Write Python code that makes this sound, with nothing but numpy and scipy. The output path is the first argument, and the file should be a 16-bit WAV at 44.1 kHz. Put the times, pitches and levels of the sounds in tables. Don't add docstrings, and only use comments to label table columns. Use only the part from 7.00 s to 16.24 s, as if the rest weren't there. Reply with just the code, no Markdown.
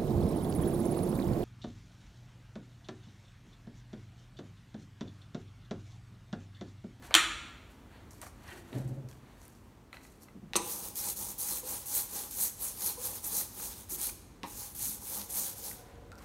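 import sys
import numpy as np
from scipy import signal
from scipy.fft import rfft, irfft, next_fast_len
from scipy.io import wavfile
from scipy.ndimage import uniform_filter1d, map_coordinates

SR = 44100
rng = np.random.default_rng(int(sys.argv[2]) if len(sys.argv) > 2 else 0)


def to_wav(s):
    ch = np.atleast_2d(s).T
    pcm = np.round(np.clip(ch, -1, 1) * 32767)
    wavfile.write(sys.argv[1], SR, pcm.astype(np.int16))


def attenuation_scalar(level_db):
    decades = np.asarray(level_db, float) / 20
    return 10 ** decades


N = 407484

# (time [s], click level [dB], knock level [dB], low knock frequency [Hz], knock T60 [s])
LANDING = [(3.5345, -18.5, -37, 820, 0.01), (3.545, -38.5, -44, 483, .01), (3.5553, -40, -24, 340, 0.01),
           (3.556, -11.5, -26, 484, 0.01), (3.5563, -40, -21.5, 1010, 0.014), (3.5634, -40, -31, 1020, .01),
           (3.5645, -40, -29, 485, .01), (7.433, -23.5, -38, 190, 0.008), (7.4374, -39, -41, 288, .006),
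           (7.4396, -50, -32.5, 1010, 0.004), (7.4445, -39, -48, 820, .006), (7.445, -54, -35, 990, .005)]
# (frequency [Hz], level [dB])
SKIN = [(2650, -24.5), (4500, 4), (4890, -1), (5510, 1.5), (11000, 0.5), (14100, -3.5), (15600, -11.5)]


def rolling():
    # (time of top speed [s], speeding up [s], slowing down [s], tearing level [dB])
    strokes = [(3.72, 0.13, 0.14, -36.5), (3.86, 0.077, 0.067, -40.5), (4.1, 0.17, 0.0517, -32.5),
               (4.31, 0.24, 0.04, -39.5), (4.52, 0.16, 0.16, -32), (4.71, 0.076, 0.16, -35),
               (4.98, 0.097, 0.083, -29.5), (5.17, 0.098, 0.14, -35), (5.438, 0.085, 0.063, -29),
               (5.643, 0.064, 0.11, -32.5), (5.871, 0.11, 0.087, -30.5), (6.05, 0.071, 0.11, -33),
               (6.16, 0.049, 0.07, -41.5), (6.381, 0.12, 0.085, -29.5), (6.64, 0.13, 0.12, -37),
               (6.81, 0.19, 0.058, -49), (7.05, 0.14, 0.081, -32), (7.61, 0.14, 0.17, -40.5),
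               (7.84, 0.076, 0.22, -34.5), (8.16, 0.15, 0.15, -36.5), (8.391, 0.076, 0.27, -33),
               (8.66, 0.05, 0.13, -39.5)]
    stroke_lean = [-0.72, -.9, 0.88, -.5, .9, -0.916, 0.86, -.9, 0.84, -.8, .6, -1, -0.87, 0.67, -0.86,
                   0.41, 1, 1, .95, -.9, 0.69, -.4]
    # (time [s], ripping [s], fading [s], level [dB])
    turns = [(3.982, 0.036, 0.041, -38.5), (4.18, 0.022, 0.089, -40), (4.408, 0.028, 0.038, -36.5),
             (4.865, 0.0079, 0.17, -41.5), (5.312, 0.0048, 0.24, -42), (6.26, 0.0293, 0.04, -36.5),
             (6.935, 0.044, 0.036, -36.5), (7.49, 0.035, 0.038, -54), (7.76, 0.013, 0.19, -50),
             (8.03, 0.022, 0.12, -50), (8.312, 0.0227, 0.12, -43)]
    # (time [s], peak level [dB])
    thick_threads = [(3.6778, -25), (3.8858, -23), (3.951, -36), (3.9526, -34), (3.955, -36), (3.9569, -24),
                     (3.9596, -24), (3.9636, -27), (3.968, -29), (3.9708, -26), (3.9774, -21),
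                     (4.1681, -32), (4.3813, -26), (4.3843, -34), (4.386, -27), (4.3879, -31),
                     (4.3894, -26), (4.394, -24), (4.3993, -25), (4.4009, -24), (4.8596, -32),
                     (4.8706, -29), (5.3036, -36), (5.3071, -35), (5.3108, -23), (5.7725, -35),
                     (6.224, -34), (6.2271, -39), (6.231, -30), (6.2354, -32), (6.242, -27), (6.2452, -25),
                     (6.2496, -31), (6.8885, -41), (6.8938, -35), (6.8952, -33), (6.8994, -30),
                     (6.905, -30), (6.91, -32), (7.0153, -18), (7.0702, -15), (7.4843, -35), (7.7509, -29),
                     (7.7601, -34), (7.7639, -29), (7.7892, -26), (7.7932, -25), (7.823, -21),
                     (7.8294, -19), (7.8555, -18), (8.0086, -39), (8.2958, -36), (8.3003, -30),
                     (8.3079, -30), (8.3368, -26), (8.4613, -22), (8.6404, -29)]
    # (time [s], level [dB])
    squeezed = [
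        (3.558, -30.5),
        (3.563, -23.5),
        (3.567, -23.5),
        (3.573, -28.5),
        (3.579, -40),
        (3.59, -53),
        (3.61, -65.5),
    ]
    # (frequency [Hz], level [dB])
    fine_colour = [(2820, -54), (4800, -29), (5540, -6), (6520, 0.5), (7340, -3), (9530, 3), (10300, 2.5),
                   (11200, 4), (13900, -0.5), (15600, -3)]
    coarse_colour = [(900, -41), (1400, -8.5), (2100, -9.5), (2450, -7.5), (3100, -6.5), (3700, -2.5),
                     (4200, -7.5), (4700, -3.5), (5300, -1.5), (6800, -30)]
    snap_colour = [(1500, -40), (3000, -12), (6000, -5), (11000, 5), (15600, -2)]
    wet_colour = [(1470, -41), (2500, -10), (2940, -16), (4270, -11.5), (5780, -11), (6240, 2), (7300, -10),
                  (8200, -2), (9200, -6.5), (11400, -9.5), (16000, -30)]
    # (frequency [Hz], width [Hz], level [dB])
    slab_modes = [(195, 18, -1), (335, 57, -6), (510, 101.5, -5), (823, 32.6, 1.5), (957.8, 76, -3),
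                  (1128, 270, -4.5), (1264, 280, -7)]
    gap_modes = [(2530, 180, -3), (4134, 730, 4)]

    stroke_round, turn_round = 1.61, 4.02
    ref_db = -35
    gain = moving()
    stroke = gain * attenuation_scalar(swells(strokes, stroke_round))
    turn = gain * attenuation_scalar(swells(turns, turn_round))
    tear_db = 20 * np.log10(stroke + turn)
    load_db = 20 * np.log10(stroke + attenuation_scalar(-4.5) * turn) - ref_db

    spread_db = np.clip(4.5 + 0.1 * (tear_db - ref_db), 0, 2.7)
    threads = crackle(spread_db, clump_db=0.8, clump_rate=280)
    threads = patchy(threads, fine_db=-0.35, broad_db=1.5)
    fine = attenuation_scalar(tear_db) * unit(coloured(threads, fine_colour))
    coarse_db = -48.5 + 0.75 * load_db + 0.74 * wobble(35)
    coarse = attenuation_scalar(coarse_db) * unit(coloured(patchy(threads, fine_db=0.0, broad_db=0.5), coarse_colour))

    lean = np.interp(np.arange(N) / SR, np.transpose(strokes)[0], stroke_lean)
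    gap_db = -56 + 2 * lean + 1.3 * load_db
    coarse += attenuation_scalar(gap_db) * unit(resonant(resonant(threads, gap_modes), gap_modes))

    jolt_db, jolt_s = -14, 0.039
    jolt = attenuation_scalar(swells([(s, .003, jolt_s, db + jolt_db) for s, _, db, *_ in LANDING], 0.63))
    slab_db = -52 + 0.71 * load_db - 2 * lean + 1.34 * wobble(14)
    tugs = crackle(spread_db=1.5, clump_db=1.5, clump_rate=39)
    slab = (attenuation_scalar(slab_db) + jolt) * unit(resonant(tugs, slab_modes))

    bubbles = crackle(spread_db=2.0, clump_db=2.0, clump_rate=760)
    splat = attenuation_scalar(curve(squeezed)) * unit(coloured(bubbles, wet_colour))

    snaps = np.zeros(N)
    for s, db in thick_threads:
        add(snaps, s, burst(0.002, sharp=3.8), db + 6.5)
    direct = fine + coarse + slab + splat + coloured(snaps, snap_colour)
    return direct + attenuation_scalar(-12.5) * room(direct)


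def moving():
    # (time [s], hush, negative for a surge [dB], restarting [s])
    halts = [(3.95, 9.5, 0.008), (4.155, 9, .01), (4.38, 6, 0.011), (4.625, 13.5, 0.016), (4.854, 1, .003),
             (5.305, -4, .003), (5.76, 2, 0.016), (6.226, 2.5, .003), (6.892, 5.5, .004), (6.975, 7, 0.012),
             (7.744, 4, .004), (7.995, 13.5, 0.024), (8.28, 5, .012), (8.55, 15, 0.015)]
    # (start [s], end [s])
    contact = [
        (3.575, 7.2),
        (7.445, 8.9),
    ]
    braking_s = 0.021
    t = np.arange(N) / SR
    hush_db = np.zeros(N)
    for s, db, restart_s in halts:
        hush_db += db * np.exp(-np.abs(t - s) / np.where(t < s, braking_s, restart_s))
    down = sum((t > start) & (t < end) for start, end in contact)
    return attenuation_scalar(-hush_db) * uniform_filter1d(down * 1., size=600) + 1e-4


def landings():
    # (frequency [Hz], level [dB])
    frame_colour = [(500, -41.5), (1400, -8.5), (1950, 3.5), (2250, -1.5), (2650, 4), (3300, -5), (3900, 4),
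                    (4700, -7), (5300, -4), (6300, -14), (10000, -20), (16000, -31)]
    # (frequency [Hz], width [Hz], level [dB])
    knock_modes = [(807, 55, -15), (1160, 74, -9), (1581, 670, -25)]
    out, blows = np.zeros(N), np.zeros(N)
    for s, db, knock_db, hz, knock_t60 in LANDING:
        body = sorted(knock_modes + [(hz, 28 + 0.053 * hz, 3)])
        add(out, s, coloured(burst(.006, sharp=15), frame_colour), db)
        add(out, s, resonant(burst(knock_t60, sharp=13), body), knock_db)
        add(blows, s, coloured(burst(0.00037, sharp=6), frame_colour), db)
        add(blows, s, resonant(burst(0.00027, sharp=24), body), knock_db - 0.3)
    return out + attenuation_scalar(-3.5) * room(blows, gap=0.0049, early_db=13.5)


def tool():
    # (time [s], peak level [dB], ring frequency [Hz], T60 [s])
    contacts = [
        (0.1414, -7, 3364, 0.027),
        (0.1422, -10, 5700, 0.009),
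        (0.1509, 2, 3100, 0.016),
        (0.1543, -13, 3480, .012),
        (0.1627, -15.5, 3100, .015),
        (0.1651, -15.5, 2900, .015),
    ]
    # (frequency [Hz], level [dB])
    contact_colour = [(120, -54.5), (230, -27.5), (325, -10.5), (480, -20), (900, -13.5), (1250, -3.5),
                      (2200, -5), (3500, -4.5), (3850, -8.5), (4500, -12), (5100, -22), (5800, -13),
                      (6500, -21.5), (7100, -9.5), (7800, -15), (8600, -13), (10200, -19.5), (16000, -35)]
    # (frequency [Hz], width [Hz], level [dB])
    steel_modes = [(335, 28, -5), (1170, 30, 0), (1390, 30, 0.5), (1570, 30, 6), (1870, 30, -2),
                   (2090, 25, 4), (2178, 30, 0.5), (2815, 50, -0.5), (3120, 45, -7), (3170, 40, 1),
                   (3270, 30, -4.5), (3490, 44, -2), (4005, 30, -5), (7200, 200, -7.5)]
    out, blows = np.zeros(N), np.zeros(N)
    for s, db, hz, t60 in contacts:
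        clack = coloured(burst(t60, sharp=6), contact_colour)
        ring = resonant(burst(t60, sharp=8), [(hz, 330, 0)])
        add(out, s, clack + 2.2 * ring, db + 3.0)
        add(blows, s, coloured(burst(0.00034, sharp=6.7), contact_colour), db - 3.0)
        add(blows, s, resonant(burst(0.00027, sharp=9), steel_modes), db - 22.5)
    return out + attenuation_scalar(6) * room(blows, gap=0.0024, early_db=9)


def sliding():
    # (time [s], swelling [s], fading [s], skin hiss level [dB], scrape level [dB])
    slides = [(0.0243, .004, 0.1, -60.5, -54), (.055, 0.036, .1, -60, -56),
              (.112, 0.0072, 0.117, -71, -44.5), (.71, 0.021, 0.058, -65.5, -65),
              (.95, 0.116, 0.25, -75.5, -58.5), (1.11, 0.0053, 0.18, -61.5, -70),
              (1.22, 0.0096, 0.059, -52.5, -49), (1.267, 0.02, 0.037, -54.5, -59),
              (1.505, 0.15, 0.17, -60, -51.5), (1.58, 0.06, 0.052, -61.5, -64),
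              (1.69, 0.047, .045, -68, -62), (1.74, 0.0308, 0.17, -64, -52.5), (1.79, 0.1, 0.065, -60, -75),
              (1.88, .005, 0.037, -60, -73), (1.95, .03, 0.04, -69, -73.5),
              (2.092, 0.0054, 0.097, -60.5, -66), (2.3, 0.215, 0.21, -77, -63.5),
              (2.45, 0.12, 0.064, -63, -64), (2.5, 0.029, 0.31, -69, -82.5),
              (2.94, 0.019, 0.095, -64, -53.5), (3.05, 0.057, 0.17, -60.5, -77.5),
              (3.229, 0.025, 0.035, -56.5, -75.5), (8.9, 0.29, 0.236, -77, -62.5),
              (9.19, 0.013, 0.028, -67, -63), (9.225, 0.04, .06, -60, -57)]
    # (time [s], swelling [s], fading [s], level [dB])
    drags = [
        (1.49, .03, 0.045, -50),
        (1.52, .03, .06, -53),
        (1.57, .04, .07, -60),
    ]
    # (frequency [Hz], level [dB])
    scrape_colour = [(350, -32.5), (600, -9), (741, -7.5), (1030, -9.5), (1150, -12.5), (1860, -9),
                     (2070, -12.5), (2470, -15.5), (4500, -19), (5850, -52.5), (9900, -120)]
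    # (frequency [Hz], width [Hz], level [dB])
    plate_modes = [(1480, 55, -0.5), (1880, 79, 0.5), (2250, 60, -7.5), (2420, 60, -3.5), (2780, 60, -7),
                   (3110, 80, -8.5)]
    roundness = 1.2
    skin_db = swells([(s, rise, fall, db) for s, rise, fall, db, _ in slides], roundness)
    scrape_db = swells([(s, rise, fall, db) for s, rise, fall, _, db in slides], roundness)
    skin_grains = crackle(spread_db=3.0, clump_db=2.0, clump_rate=120)
    skin = attenuation_scalar(skin_db) * unit(coloured(skin_grains, SKIN))
    scrape_grains = crackle(spread_db=0.0, clump_db=0.5, clump_rate=54)
    scrape = attenuation_scalar(scrape_db) * unit(coloured(scrape_grains, scrape_colour))
    catches = crackle(spread_db=3.5, clump_db=-1.5, clump_rate=90)
    scrape += attenuation_scalar(swells(drags, roundness)) * unit(resonant(catches, plate_modes))
    return skin + scrape + attenuation_scalar(-12.5) * room(skin + scrape)


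def ticks():
    # (time [s], peak level [dB], pitch [Hz], edge peak level [dB], edge frequency [Hz])
    touches = [(0.1087, -29.5, 1143, -39, 5000), (1.1085, -57.5, 1046, -41, 5940),
               (1.114, -62, 1500, -45, 5940), (1.133, -62.5, 1036, -42, 6000),
               (1.216, -46, 1955, -32, 9000), (1.223, -55, 1500, -41, 11000),
               (1.231, -38, 1180, -45, 10500), (1.266, -37, 1162, -50, 9000), (1.423, -66, 2400, -51, 6500),
               (1.479, -56, 2880, -43, 5500), (1.493, -64, 2000, -50, 8200), (1.505, -66, 2000, -53, 7000),
               (1.7294, -37.5, 1910, -54, 6000), (1.878, -60, 1300, -47, 8000),
               (2.088, -52, 2295, -41, 5600), (2.113, -48, 1640, -42, 6000), (2.128, -47, 2500, -50, 5000),
               (2.417, -56, 2286, -46, 6500), (2.4533, -66.5, 2010, -42, 9800),
               (2.4808, -63, 1996, -36.5, 12000), (2.551, -66, 2500, -53.5, 5200),
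               (2.9293, -36, 2120, -44.5, 8000), (2.943, -45, 1300, -57, 7000),
               (2.969, -42, 2040, -54, 5500), (3.044, -62, 2000, -47, 6500), (3.050, -48, 2010, -60, 6500),
               (3.211, -64, 2000, -52.5, 6000), (3.221, -63, 2000, -42, 11500),
               (3.226, -65, 1930, -46, 13000), (3.234, -64, 2000, -38, 11500),
               (3.284, -47, 1220, -67, 6000), (6.128, -45, 519, -70, 6040), (6.598, -38.5, 1250, -70, 6000),
               (7.0931, -34.5, 2290, -50, 6000), (8.713, -38, 1960, -60, 6000),
               (8.955, -49.5, 3400, -70, 6000), (9.118, -38.5, 3994, -44, 6000),
               (9.127, -51, 1400, -46, 4600), (9.155, -59, 2000, -45, 4800), (9.1805, -60, 2000, -45, 5500),
               (9.185, -60, 2400, -43, 5600), (9.191, -62, 2400, -50, 4800)]
    # (time [s], peak level [dB])
    nudges = [
        (2.9296, -35),
        (2.9425, -41),
        (2.969, -34),
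        (2.979, -46),
        (3.015, -52),
        (3.051, -44.5),
        (3.2854, -45),
    ]
    # (frequency [Hz], width [Hz], level [dB])
    handle_modes = [(1500, 150, -2.5), (2010, 95, 7), (2605, 190, 0), (4100, 134, -4)]
    out = np.zeros(N)
    for s, db, hz, edge_db, edge_hz in touches:
        modes = [(0.48 * hz, 0.12 * hz, -3), (0.64 * hz, 0.027 * hz, 3),
                 (hz, 0.14 * hz, 0), (2.02 * hz, 0.1204 * hz, -1)]
        body = resonant(burst(0.027, sharp=13.5), modes)
        add(out, s, coloured(body, [(1.7 * hz, 0), (4.4 * hz, -24)]), db)
        edge = coloured(burst(.004, sharp=4), SKIN)
        add(out, s, .3 * edge + resonant(edge, [(edge_hz, 0.2 * edge_hz, 0)]), edge_db)
    for s, db in nudges:
        add(out, s, resonant(burst(0.0038, sharp=9), handle_modes), db)
    return out + attenuation_scalar(-10.0) * room(out)


def thud():
    # (time [s], boom level [dB], rattle level [dB])
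    bounces = [
        (1.759, -31.5, -39),
        (1.803, -36, -47),
        (1.86, -32, -50.5),
        (1.917, -34.5, -48),
        (1.985, -37, -50),
        (2.055, -39, -53),
        (2.125, -50.5, -73),
        (2.175, -52, -69),
        (2.235, -51.5, -71),
    ]
    # (frequency [Hz], width [Hz], level [dB])
    panel_modes = [(190, 55, 0.5), (276, 21.5, 5), (344, 34, 0), (434, 43, -3.5), (555, 44, -3.5),
                   (884, 230, -19.5)]
    boom_rise_s, boom_fall_s, rattle_rise_s, rattle_fall_s = 0.017, 0.049, 0.051, 0.067
    boom_db = swells([(s, boom_rise_s, boom_fall_s, db) for s, db, _ in bounces], 1.1)
    rattle_db = swells([(s, rattle_rise_s, rattle_fall_s, db) for s, _, db in bounces], 1.64)
    boom_hz = 129.9 * (1 + 0.022 * wobble(22))
    boom = np.sqrt(2) * np.sin(2 * np.pi * np.cumsum(boom_hz) / SR)
    rattle = unit(resonant(crackle(spread_db=-0.5, clump_db=1.0, clump_rate=29), panel_modes))
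    return attenuation_scalar(boom_db) * boom + attenuation_scalar(rattle_db) * rattle


def far():
    # (time [s], level [dB], pitch [Hz], T60 [s])
    knocks = [(1.52, -44.5, 345, 0.33), (3.349, -42, 190, 0.055), (3.363, -42, 190, 0.066),
              (3.428, -41.5, 176, 0.12), (4.628, -42.5, 500, 0.2), (5.971, -42, 508, 0.27),
              (4.515, -47, 330, 0.092), (5.126, -48, 347, 0.094), (4.628, -48, 990, .06),
              (5.972, -46, 1020, .06), (6.92, -44, 327, 0.19), (7.8, -48, 105, 0.25),
              (7.864, -43.5, 204, 0.24), (9.116, -47, 1419, 0.17), (9.2, -50, 1140, 0.13)]
    # (frequency [Hz], width [Hz], level [dB])
    whine_modes = [(464.4, 15, 1.5), (563, 26, -3), (734.5, 36, -4.5), (1000, 46, -11.5), (1500, 62, -14.5)]
    # (time [s], level [dB])
    running = [
        (8.1, -61),
        (8.3, -60.5),
        (8.8, -56.5),
        (9.24, -60),
    ]
    blows = np.zeros(N)
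    for s, db, hz, t60 in knocks:
        struck = resonant(burst(t60), [(hz, 40 + 0.057 * hz, 0)])
        add(blows, s, resonant(struck, [(hz, 90 + 0.081 * hz, 0)]), db)
    whine_db = curve(running) + 0.78 * wobble(7.9)
    whine = attenuation_scalar(whine_db) * unit(resonant(rng.standard_normal(N), whine_modes))
    return blows + attenuation_scalar(-7) * room(blows) + whine


def air():
    # (time [s], level [dB])
    draught = [(0, -54), (.7, -55), (1.2, -54.5), (2.0, -56), (2.9, -59), (4, -57), (5.3, -58.5),
               (6.4, -54.5), (7.6, -55.5), (8.2, -58), (9.24, -55)]
    # (frequency [Hz], level [dB])
    rumble_colour = [(15, -27.5), (25, 3), (86, -3), (103, -0.5), (119, -5.5), (140, -17), (180, -33.5),
                     (310, -120)]
    hum_colour = [(76, -29.5), (130, -4.5), (162, -7.5), (243, -4), (274, -6.5), (402, -10.5), (589, -16.5),
                  (917, -16.5), (1120, -17.5), (1550, -22), (1680, -22.5), (4590, -31.5), (16000, -41)]
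    draught_db = np.interp(np.arange(N) / SR, *np.transpose(draught))
    rumble_db = draught_db + 0.52 * wobble(6.7)
    rumble = attenuation_scalar(rumble_db) * unit(coloured(rng.standard_normal(N), rumble_colour))
    hum_db = -57.5 + 0.49 * (draught_db - draught_db.mean()) + 0.37 * wobble(11.0)
    return rumble + attenuation_scalar(hum_db) * unit(coloured(rng.standard_normal(N), hum_colour))


def room(x, gap=.009, early_db=0):
    # (frequency [Hz], T60 [s])
    decay = [(200, 1), (530, 1), (1400, 0.87), (3500, 0.91), (4700, 0.84), (7200, 0.72), (11000, 0.5),
             (15000, 0.43)]
    hz, t, z = signal.stft(rng.standard_normal(SR), SR, nperseg=256)
    fall = attenuation_scalar(-60 * t / along(decay, hz)[:, None])
    early = attenuation_scalar(early_db * np.exp(-t / 0.05))
    tail = signal.istft(z * fall * early, SR, nperseg=256)[1]
    delayed = np.pad(x, (round(gap * SR), 0))
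    return signal.oaconvolve(delayed, tail / np.linalg.norm(tail))[:N]


def crackle(spread_db, clump_db, clump_rate):
    size_db = spread_db * np.minimum(rng.exponential(1, N), 5.8)
    size = attenuation_scalar(size_db + clump_db * wobble(clump_rate))
    even = np.sqrt(np.clip(1 - spread_db * np.log(10) / 10, .25, 1))
    return even * size * rng.standard_normal(N)


def patchy(x, fine_db, broad_db):
    z = signal.stft(x, nperseg=128)[2]

    def patches(bins, hops):
        across = uniform_filter1d(rng.standard_normal(z.shape), bins, 0)
        return unit(uniform_filter1d(across, hops, 1))

    gain = attenuation_scalar(fine_db * patches(5, 3) + broad_db * patches(6, 25))
    return signal.istft(z * gain, nperseg=128)[1][:N]


def burst(t60, sharp=4.9):
    t = np.arange(SR // 5) / SR
    return attenuation_scalar(-60 * t / t60) * rng.standard_normal(len(t)) + sharp * (t == 0)


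def resonant(x, modes):
    m = next_fast_len(len(x) + SR // 2)
    f = np.fft.rfftfreq(m, 1 / SR)
    gain = 0
    for k, (centre, width, db) in enumerate(modes):
        damping = 1j * f * width
        gain = gain + (-1) ** k * attenuation_scalar(db) * damping / (centre * centre - f * f + damping)
    return irfft(rfft(x, m) * gain, m)[:len(x)]


def coloured(x, spectrum):
    size = 4096
    gain = attenuation_scalar(along(spectrum, np.fft.rfftfreq(size, 1 / SR)))
    cepstrum = irfft(np.log(gain + 1e-5))
    cepstrum[1:size // 2] *= 2
    cepstrum[size // 2 + 1:] = 0
    return signal.oaconvolve(x, irfft(np.exp(rfft(cepstrum))))[:len(x)]


def swells(rows, roundness):
    t, total = np.arange(N) / SR, np.full(N, 1e-6)
    for s, rise, fall, db in rows:
        near = slice(max(round((s - 4 * rise) * SR), 0), round((s + 4 * fall) * SR))
        away = np.where(t[near] < s, (s - t[near]) / rise, (t[near] - s) / fall)
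        total[near] += attenuation_scalar(db - 20 * away ** roundness)
    return 20 * np.log10(total)


def curve(points):
    s, db = np.transpose(points)
    s = np.concatenate([[s[0] - .004], s, [s[-1] + .03]])
    return np.interp(np.arange(N) / SR, s, np.concatenate([[-110], db, [-110]]))


def wobble(rate):
    knots = rng.standard_normal(int(N * rate / SR) + 4)
    return map_coordinates(knots, [np.arange(N) * rate / SR])


def along(points, hz):
    f, v = np.transpose(points)
    return np.interp(np.log(hz + 1), np.log(f + 1), v)


def unit(x):
    return x / np.sqrt(np.mean(x ** 2) + 1e-20)


def add(track, s, sound, db):
    part = track[round(s * SR):][:len(sound)]
    part += attenuation_scalar(db) * sound[:len(part)] / np.abs(sound).max()


def scene():
    mono = rolling() + landings() + tool() + ticks() + thud() + far() + sliding() + air()
    return np.array([mono, mono])


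def roll_off(x):
    return signal.sosfilt(signal.butter(12, 16000, fs=SR, output="sos"), x)


def record(dry):
    response = [(15, -57.0), (30, -23), (45, 1.5), (4600, -2.5), (5100, -4.0), (5600, -1),
                (9900, -0.5), (10400, -4.5), (10900, -0.5)]
    mic = coloured(dry[0], response)
    mic = signal.sosfilt(signal.ellip(10, .5, 70, 15750, fs=SR, output="sos"), mic)
    mic = mic / (1 + np.abs(mic / .92) ** 8) ** (1 / 8)
    return roll_off(np.array([mic, mic]))


dry = scene()
out = record(dry)
to_wav(out)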